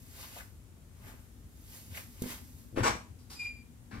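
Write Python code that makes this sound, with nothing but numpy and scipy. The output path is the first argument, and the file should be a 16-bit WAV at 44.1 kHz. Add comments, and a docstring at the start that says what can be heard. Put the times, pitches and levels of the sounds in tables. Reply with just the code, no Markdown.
"""A small, hard bedroom with a tiled floor. Someone gets off a bed and shuffles in plush slippers:
sliding friction makes cloth hiss and soles scuff, and one foot lands with a thud. A door is opened:
the handle clunks and the latch rattles back, exciting modes of wood and metal; the hinge squeaks
by stick-slip and the leaf bumps. The room reverberates briefly over a low hum."""
import sys
import numpy as np
from scipy import signal
from scipy.fft import rfft, irfft
from scipy.io import wavfile

SR = 44100
rng = np.random.default_rng(int(sys.argv[2]) if len(sys.argv) > 2 else 0)


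def pcm_store(signal):
    """Save signal as 16-bit PCM."""
    levels = np.round(np.clip(np.atleast_2d(signal), -1, 1) * 32767)
    wavfile.write(sys.argv[1], SR, levels.astype(np.int16).T)


N = 176400
T = np.arange(N) / SR

# spectra of background, plush, soles and dull rumble (frequency [Hz], relative level [dB])
ROOM_TONE_SPECTRUM = [(20, -25), (33, -19), (50, 2), (70, -2.5), (95, 1), (150, -10), (250, -13),
                      (370, -20), (560, -26.5), (900, -30), (2100, -34), (4900, -38.5), (7200, -35),
                      (12000, -36.5), (16000, -44)]
PLUSH_SPECTRUM = [(100, -12), (500, -9), (1400, -6), (3200, -5), (4700, .5), (7200, 0), (9700, 0),
                  (12600, 4), (14500, 0), (16000, -8)]
RASP_SPECTRUM = [(100, -9), (300, -2), (520, -2.5), (900, 1), (2100, 2), (3300, -.5), (5000, .5),
                 (16000, -7)]
RUMBLE_SPECTRUM = [(25, -25), (55, 0), (105, 2), (150, -11), (230, -9), (400, -30), (2000, -60)]
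# envelopes of the hum and of moving cloth (time [s], level [dB])
HUM_LEVEL = [(0, -63), (.7, -78), (1.3, -68), (1.8, -72), (2.15, -59), (2.6, -58), (3.1, -63), (3.5, -59),
             (3.8, -65), (4, -63)]
CLOTH_LEVEL = [(0, -61), (.12, -61), (.42, -63), (.62, -78), (.88, -80), (1.02, -69), (1.25, -70),
               (1.45, -73), (1.6, -64), (1.88, -60), (2.15, -60), (2.4, -60), (2.55, -62), (2.63, -63),
               (2.72, -70), (3.05, -80), (4, -80)]
# soles brush the tiles (peak [s], 7 dB rise [s], 7 dB fall [s], hiss [dB], rasp [dB], rasp cutoff [Hz])
SCUFFS = [(.22, .06, .06, -48, -52, 5000), (.385, .06, .025, -48.5, -51.5, 3500),
          (1.085, .045, .045, -55.5, -53, 1900), (1.2, .01, .03, -66, -66, 1500),
          (1.752, .055, .06, -50, -59, 4500), (1.975, .03, .028, -44, -48, 4500),
          (2.24, .015, .04, -50, -54, 1500), (2.315, .05, .032, -43, -45, 3500),
          (2.479, .003, .008, -59, -72, 3000), (2.585, .003, .025, -60, -69, 1500)]
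# a sole catches (time [s], pitch [Hz], Gaussian width [s], level [dB])
CATCHES = [(.195, 950, .012, -56), (.243, 1000, .008, -54), (.243, 3000, .01, -55), (.37, 850, .006, -48),
           (.408, 1550, .008, -48), (1.952, 2000, .007, -48), (1.976, 1850, .003, -38)]
# a foot takes weight (time [s], thud [dB], slap [dB])
FOOTFALLS = [(1.068, -47, -70), (1.14, -49, -80), (2.22, -28.5, -36), (2.241, -37, -60), (2.26, -35, -62)]
# bursts of body and door noise (start [s], attack [s], hold [s], release [s], level [dB])
WEIGHT_SHIFTS = [(.99, .02, .05, .03, -53), (1.42, .02, .05, .02, -53), (1.85, .015, .06, .015, -47)]
LEAF_SHUDDERS = [(2.712, .01, .03, .01, -45), (2.787, .008, .02, .015, -30), (2.88, .02, .04, .015, -37),
                 (3.03, .03, .1, .04, -51), (3.926, .008, .05, .05, -40)]
HANDLE_CLUNK = (2.756, .02, .027, .018, -34)
LATCH_RATTLE = (2.827, .012, .044, .018, -26.5)
FRAME_SCRAPES = [(3.186, .003, .03, .045, -66), (3.296, .008, .04, .035, -49.5), (3.39, .01, .06, .02, -57)]
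LEAF_BUMP = (3.908, .009, .042, .045, -45)
# handle and latch knock on the leaf (time [s], level [dB])
KNOCKS = [(2.728, -47), (2.746, -43), (2.7745, -23.5), (2.786, -25), (2.837, -32)]
# modes of foot on floor, wooden leaf and metal fittings (frequency [Hz], level [dB], T60 [s])
THUD_MODES = [(135, -10, .12), (195, -6, .07), (248, -2, .15), (315, -4, .06), (377, -4, .07),
              (468, -6, .06), (590, -8, .03)]
LEAF_MODES = [(342, -3, .09), (430, -3, .05), (527, 0, .09), (622, -9, .05)]
METAL_MODES = [(1205, -1, .16), (1350, -1, .16), (1637, -2, .16), (2305, 0, .16), (2395, -4, .2),
               (2870, -9, .14), (4260, -10, .16), (5600, -10, .18), (6840, -15, .16)]
# spectra of the door's contacts (frequency [Hz], relative level [dB])
HANDLE_SPECTRUM = [(60, -12), (200, -6), (350, 0), (530, 0), (750, -5), (1400, -5), (2400, -10),
                   (3500, -17), (5000, -25), (8000, -27), (13000, -32), (16000, -44)]
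LATCH_SPECTRUM = [(60, -10), (200, -6), (340, 1), (600, 0), (950, 0), (1400, .5), (2300, -4), (3400, -12),
                  (5500, -12), (7900, -12.5), (9500, -25), (12500, -24), (16000, -46)]
SCRAPE_SPECTRUM = [(100, -6), (600, -3), (1200, 1), (1700, -4), (3300, -3), (4700, 3), (6500, -4),
                   (13000, -7), (16000, -16)]
BUMP_SPECTRUM = [(100, 2), (170, 6), (225, 18), (330, 1), (600, -2), (1000, -3), (1550, 2), (2300, -1),
                 (3000, -12), (4200, -11), (7000, -23), (15000, -36)]
# hinge squeak (time [s], pitch [Hz], fundamental [dB], overtones [dB])
SQUEAK = [(3.33, 2470, -130, -130), (3.355, 2465, -68, -62), (3.37, 2450, -55, -56),
          (3.388, 2436, -54, -58), (3.399, 2426, -37, -52), (3.425, 2417, -38, -53), (3.44, 2414, -45, -60),
          (3.452, 2419, -35, -58), (3.473, 2414, -36, -54), (3.489, 2408, -45, -59),
          (3.508, 2403, -40, -62), (3.535, 2398, -55, -68), (3.58, 2400, -53, -69), (3.625, 2384, -61, -74),
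          (3.645, 2375, -80, -90), (3.67, 2370, -130, -130)]
# its overtones (harmonic number [1], relative level [dB])
OVERTONES = [(2, .5), (3, -5), (4, -24)]
# side over mid; left over right for events and for background (frequency [Hz], level difference [dB])
STEREO_WIDTH = [(50, -10), (300, -9), (550, -4), (1000, -1), (2000, 0), (16000, 0)]
EVENT_BALANCE = [(50, 3), (100, 4), (250, 1), (550, -2), (900, 2), (5000, 1.5), (7200, -.5), (9700, -2.5),
                 (13000, -7)]
ROOM_TONE_BALANCE = [(50, 3), (120, 6), (250, 4), (600, 1), (2000, 1), (6000, 3), (13000, -1)]

ROOM_T60_S, TREBLE_T60_S = .3, .35
BIN_HZ = np.arange(N + 1) * SR / (2 * N)


def undb(db):
    """Amplitude grows tenfold every 20 dB."""
    return 10 ** (np.asarray(db) / 20)


def unit(x):
    """Normalisation to unit rms."""
    return x / np.sqrt(np.mean(x ** 2))


def noise():
    """Independent Gaussian samples have a white spectrum."""
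    return rng.standard_normal(N)


def curve(rows, column=1):
    """Linear interpolation of a column over time."""
    rows = np.array(rows)
    return np.interp(T, rows[:, 0], rows[:, column])


def response(points):
    """Frequency response, interpolated in dB over log frequency."""
    hz, db = np.array(points).T
    return undb(np.interp(np.log(BIN_HZ + 1), np.log(hz), db))


def shape(x, gain):
    """Filtering is multiplication of the spectrum."""
    return irfft(rfft(x, 2 * N) * gain)[..., :N]


def colour(x, points):
    """Minimum-phase filter that conserves the power of white noise."""
    cepstrum = irfft(np.log(unit(response(points))))
    cepstrum[1:N] *= 2
    cepstrum[N + 1:] = 0
    return shape(x, np.exp(rfft(cepstrum)))


def band(hz, width_hz):
    """A resonance selects one band of noise."""
    return unit(shape(noise(), 1 / (1 + (2 * (BIN_HZ - hz) / width_hz) ** 2)))


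def decay(t60):
    """Exponential damping: 60 dB in t60 seconds."""
    return np.exp(-np.log(1000) * T / t60)


def ring(modes):
    """An impulse response is a sum of damped modes."""
    return sum(undb(db) * np.sin(2 * np.pi * hz * T) * decay(t60) for hz, db, t60 in modes)


def strike(blows, modes, contact_s=.0004):
    """Cushioned blows are Gaussian force pulses that excite the modes."""
    force = sum(undb(db) * np.exp(-.5 * ((T - time) / contact_s) ** 2) for time, db, *_ in blows)
    pulse_area = np.sqrt(2 * np.pi) * contact_s * SR
    return .85 * signal.fftconvolve(force / pulse_area, ring(modes))[:N]


def envelope(start, attack, hold, release, db):
    """Linear attack, hold and exponential release."""
    age = T - start
    return undb(db) * np.clip(age / attack, 0, 1) * np.exp(-np.maximum(age - attack - hold, 0) / release)


def stereo(mid, side, balance):
    """Sum and difference: the channels are coherent in the bass, unrelated in the treble."""
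    width, tilt = response(STEREO_WIDTH), response(balance)
    side = shape(side, width)
    norm = np.sqrt((1 + width ** 2) * (1 + tilt ** 2) / 2)
    return np.array([shape(mid + side, tilt / norm), shape(mid - side, 1 / norm)])


def room_tone():
    """Superposition of broadband rumble and hiss with a narrowband hum that swells and sinks."""
    mid, side = (undb(-53) * colour(noise(), ROOM_TONE_SPECTRUM)
                 + undb(curve(HUM_LEVEL)) * band(hz=243, width_hz=30) for _ in range(2))
    return stereo(mid, side, ROOM_TONE_BALANCE)


def friction(scatter_db=4):
    """Friction noise is countless tiny slips of uneven size."""
    return unit(noise() * undb(scatter_db * noise()))


def cloth_and_slippers():
    """Friction noise grows with sliding speed; incoherent hisses of cloth and plush add in power."""
    hiss_power, rasp = undb(curve(CLOTH_LEVEL)) ** 2, 0
    for peak, rise, fall, hiss_db, rasp_db, cutoff_hz in SCUFFS:
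        speed = np.exp(.8 * np.minimum((T - peak) / rise, (peak - T) / fall))
        hiss_power += (speed * undb(hiss_db)) ** 2
        slips = signal.lfilter(*signal.butter(2, cutoff_hz, fs=SR), friction())
        rasp += speed * undb(rasp_db) * unit(slips)
    hiss = colour(friction() * np.sqrt(hiss_power), PLUSH_SPECTRUM)
    return hiss + shape(rasp, response(RASP_SPECTRUM))


def sole_catches():
    """Momentary sticking of a sole gives a chirp of band-limited noise."""
    return sum(undb(db) * np.exp(-.5 * ((T - time) / width) ** 2) * band(hz, width_hz=.6 * hz)
               for time, hz, width, db in CATCHES)


def rumble(bursts):
    """A shifting body or shuddering leaf radiates low-frequency noise."""
    return colour(noise() * sum(envelope(*row) for row in bursts), RUMBLE_SPECTRUM)


def footfalls():
    """Impact: the sole slaps the tile and the padded foot excites low, damped modes."""
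    slaps = sum(envelope(time, attack=.0005, hold=.002, release=.004, db=db) for time, _, db in FOOTFALLS)
    return 1.3 * strike(FOOTFALLS, THUD_MODES) + colour(noise() * slaps, PLUSH_SPECTRUM)


def door_leaf():
    """Forced vibration: the wooden leaf shudders, and knocks of handle and latch excite its modes."""
    return rumble(LEAF_SHUDDERS) + 1.5 * strike(KNOCKS, LEAF_MODES)


def rattle(clicks_per_s=2200, scatter_db=2.5):
    """Loose parts collide as a Poisson process over friction noise."""
    hits = rng.random(N) < clicks_per_s / SR
    clicks = hits * np.sign(noise()) * undb(scatter_db * noise())
    return unit(unit(clicks) + .45 * noise())


def door_contacts():
    """Dense impacts of handle, latch and bumping leaf drive the resonances of the metal fittings."""
    handle, latch, bump = (rattle() * envelope(*row) for row in (HANDLE_CLUNK, LATCH_RATTLE, LEAF_BUMP))
    bodies = colour(handle, HANDLE_SPECTRUM) + colour(latch, LATCH_SPECTRUM) + colour(bump, BUMP_SPECTRUM)
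    force = latch + .4 * handle + .6 * bump
    metal = signal.fftconvolve(force, unit(ring(METAL_MODES)) / np.sqrt(N))[:N]
    return bodies + undb(-10) * metal


def frame_scrapes():
    """Dry friction in bursts as the leaf comes free of its frame."""
    return colour(rattle() * sum(envelope(*row) for row in FRAME_SCRAPES), SCRAPE_SPECTRUM)


def hinge(jitter=.0022, flutter=.011, roughness=.13):
    """Stick-slip oscillation: a slightly rough harmonic whistle that sags as the door slows."""
    hz = curve(SQUEAK) * (1 + jitter * band(0, width_hz=120) + flutter * band(0, width_hz=1200))
    phase = 2 * np.pi * np.cumsum(hz) / SR
    overtones = sum(undb(db) * np.sin(harmonic * phase) for harmonic, db in OVERTONES)
    tone = undb(curve(SQUEAK, column=2)) * np.sin(phase) + undb(curve(SQUEAK, column=3)) * overtones
    return np.sqrt(2) * tone * (1 + roughness * band(0, width_hz=600))


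def room(x, wet_db, crossover_hz=4000):
    """Reverberation: convolution with the direct path, early floor scatter and a short diffuse tail."""
    def tail(t60):
        return unit(noise() * decay(t60)) / np.sqrt(N)
    low_share = 1 / (1 + (BIN_HZ / crossover_hz) ** 2)
    wet = undb(wet_db)
    mid_tail, side_tail = (shape(tail(ROOM_T60_S), np.sqrt(low_share))
                           + shape(tail(TREBLE_T60_S), np.sqrt(1 - low_share)) for _ in range(2))
    direct, floor_scatter = T == 0, tail(t60=.015)
    mid = signal.fftconvolve(x, direct + wet * mid_tail)[:N]
    side = signal.fftconvolve(x, floor_scatter + wet * side_tail)[:N]
    return stereo(mid, side, EVENT_BALANCE) / np.sqrt(1 + wet ** 2)


def scene():
    """Sources superpose; the door, further off than the feet, has a larger reverberant share."""
    person = cloth_and_slippers() + sole_catches() + rumble(WEIGHT_SHIFTS) + footfalls()
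    door = door_leaf() + door_contacts() + frame_scrapes()
    return room_tone() + room(person, wet_db=-5) + room(door, wet_db=-3) + room(hinge(), wet_db=-10)


def record(dry):
    """Band limiting: a steep elliptic low-pass removes the highest treble."""
    return signal.sosfilt(signal.ellip(10, .1, 70, 15700, fs=SR, output="sos"), dry)


dry = scene()
out = record(dry)
pcm_store(out)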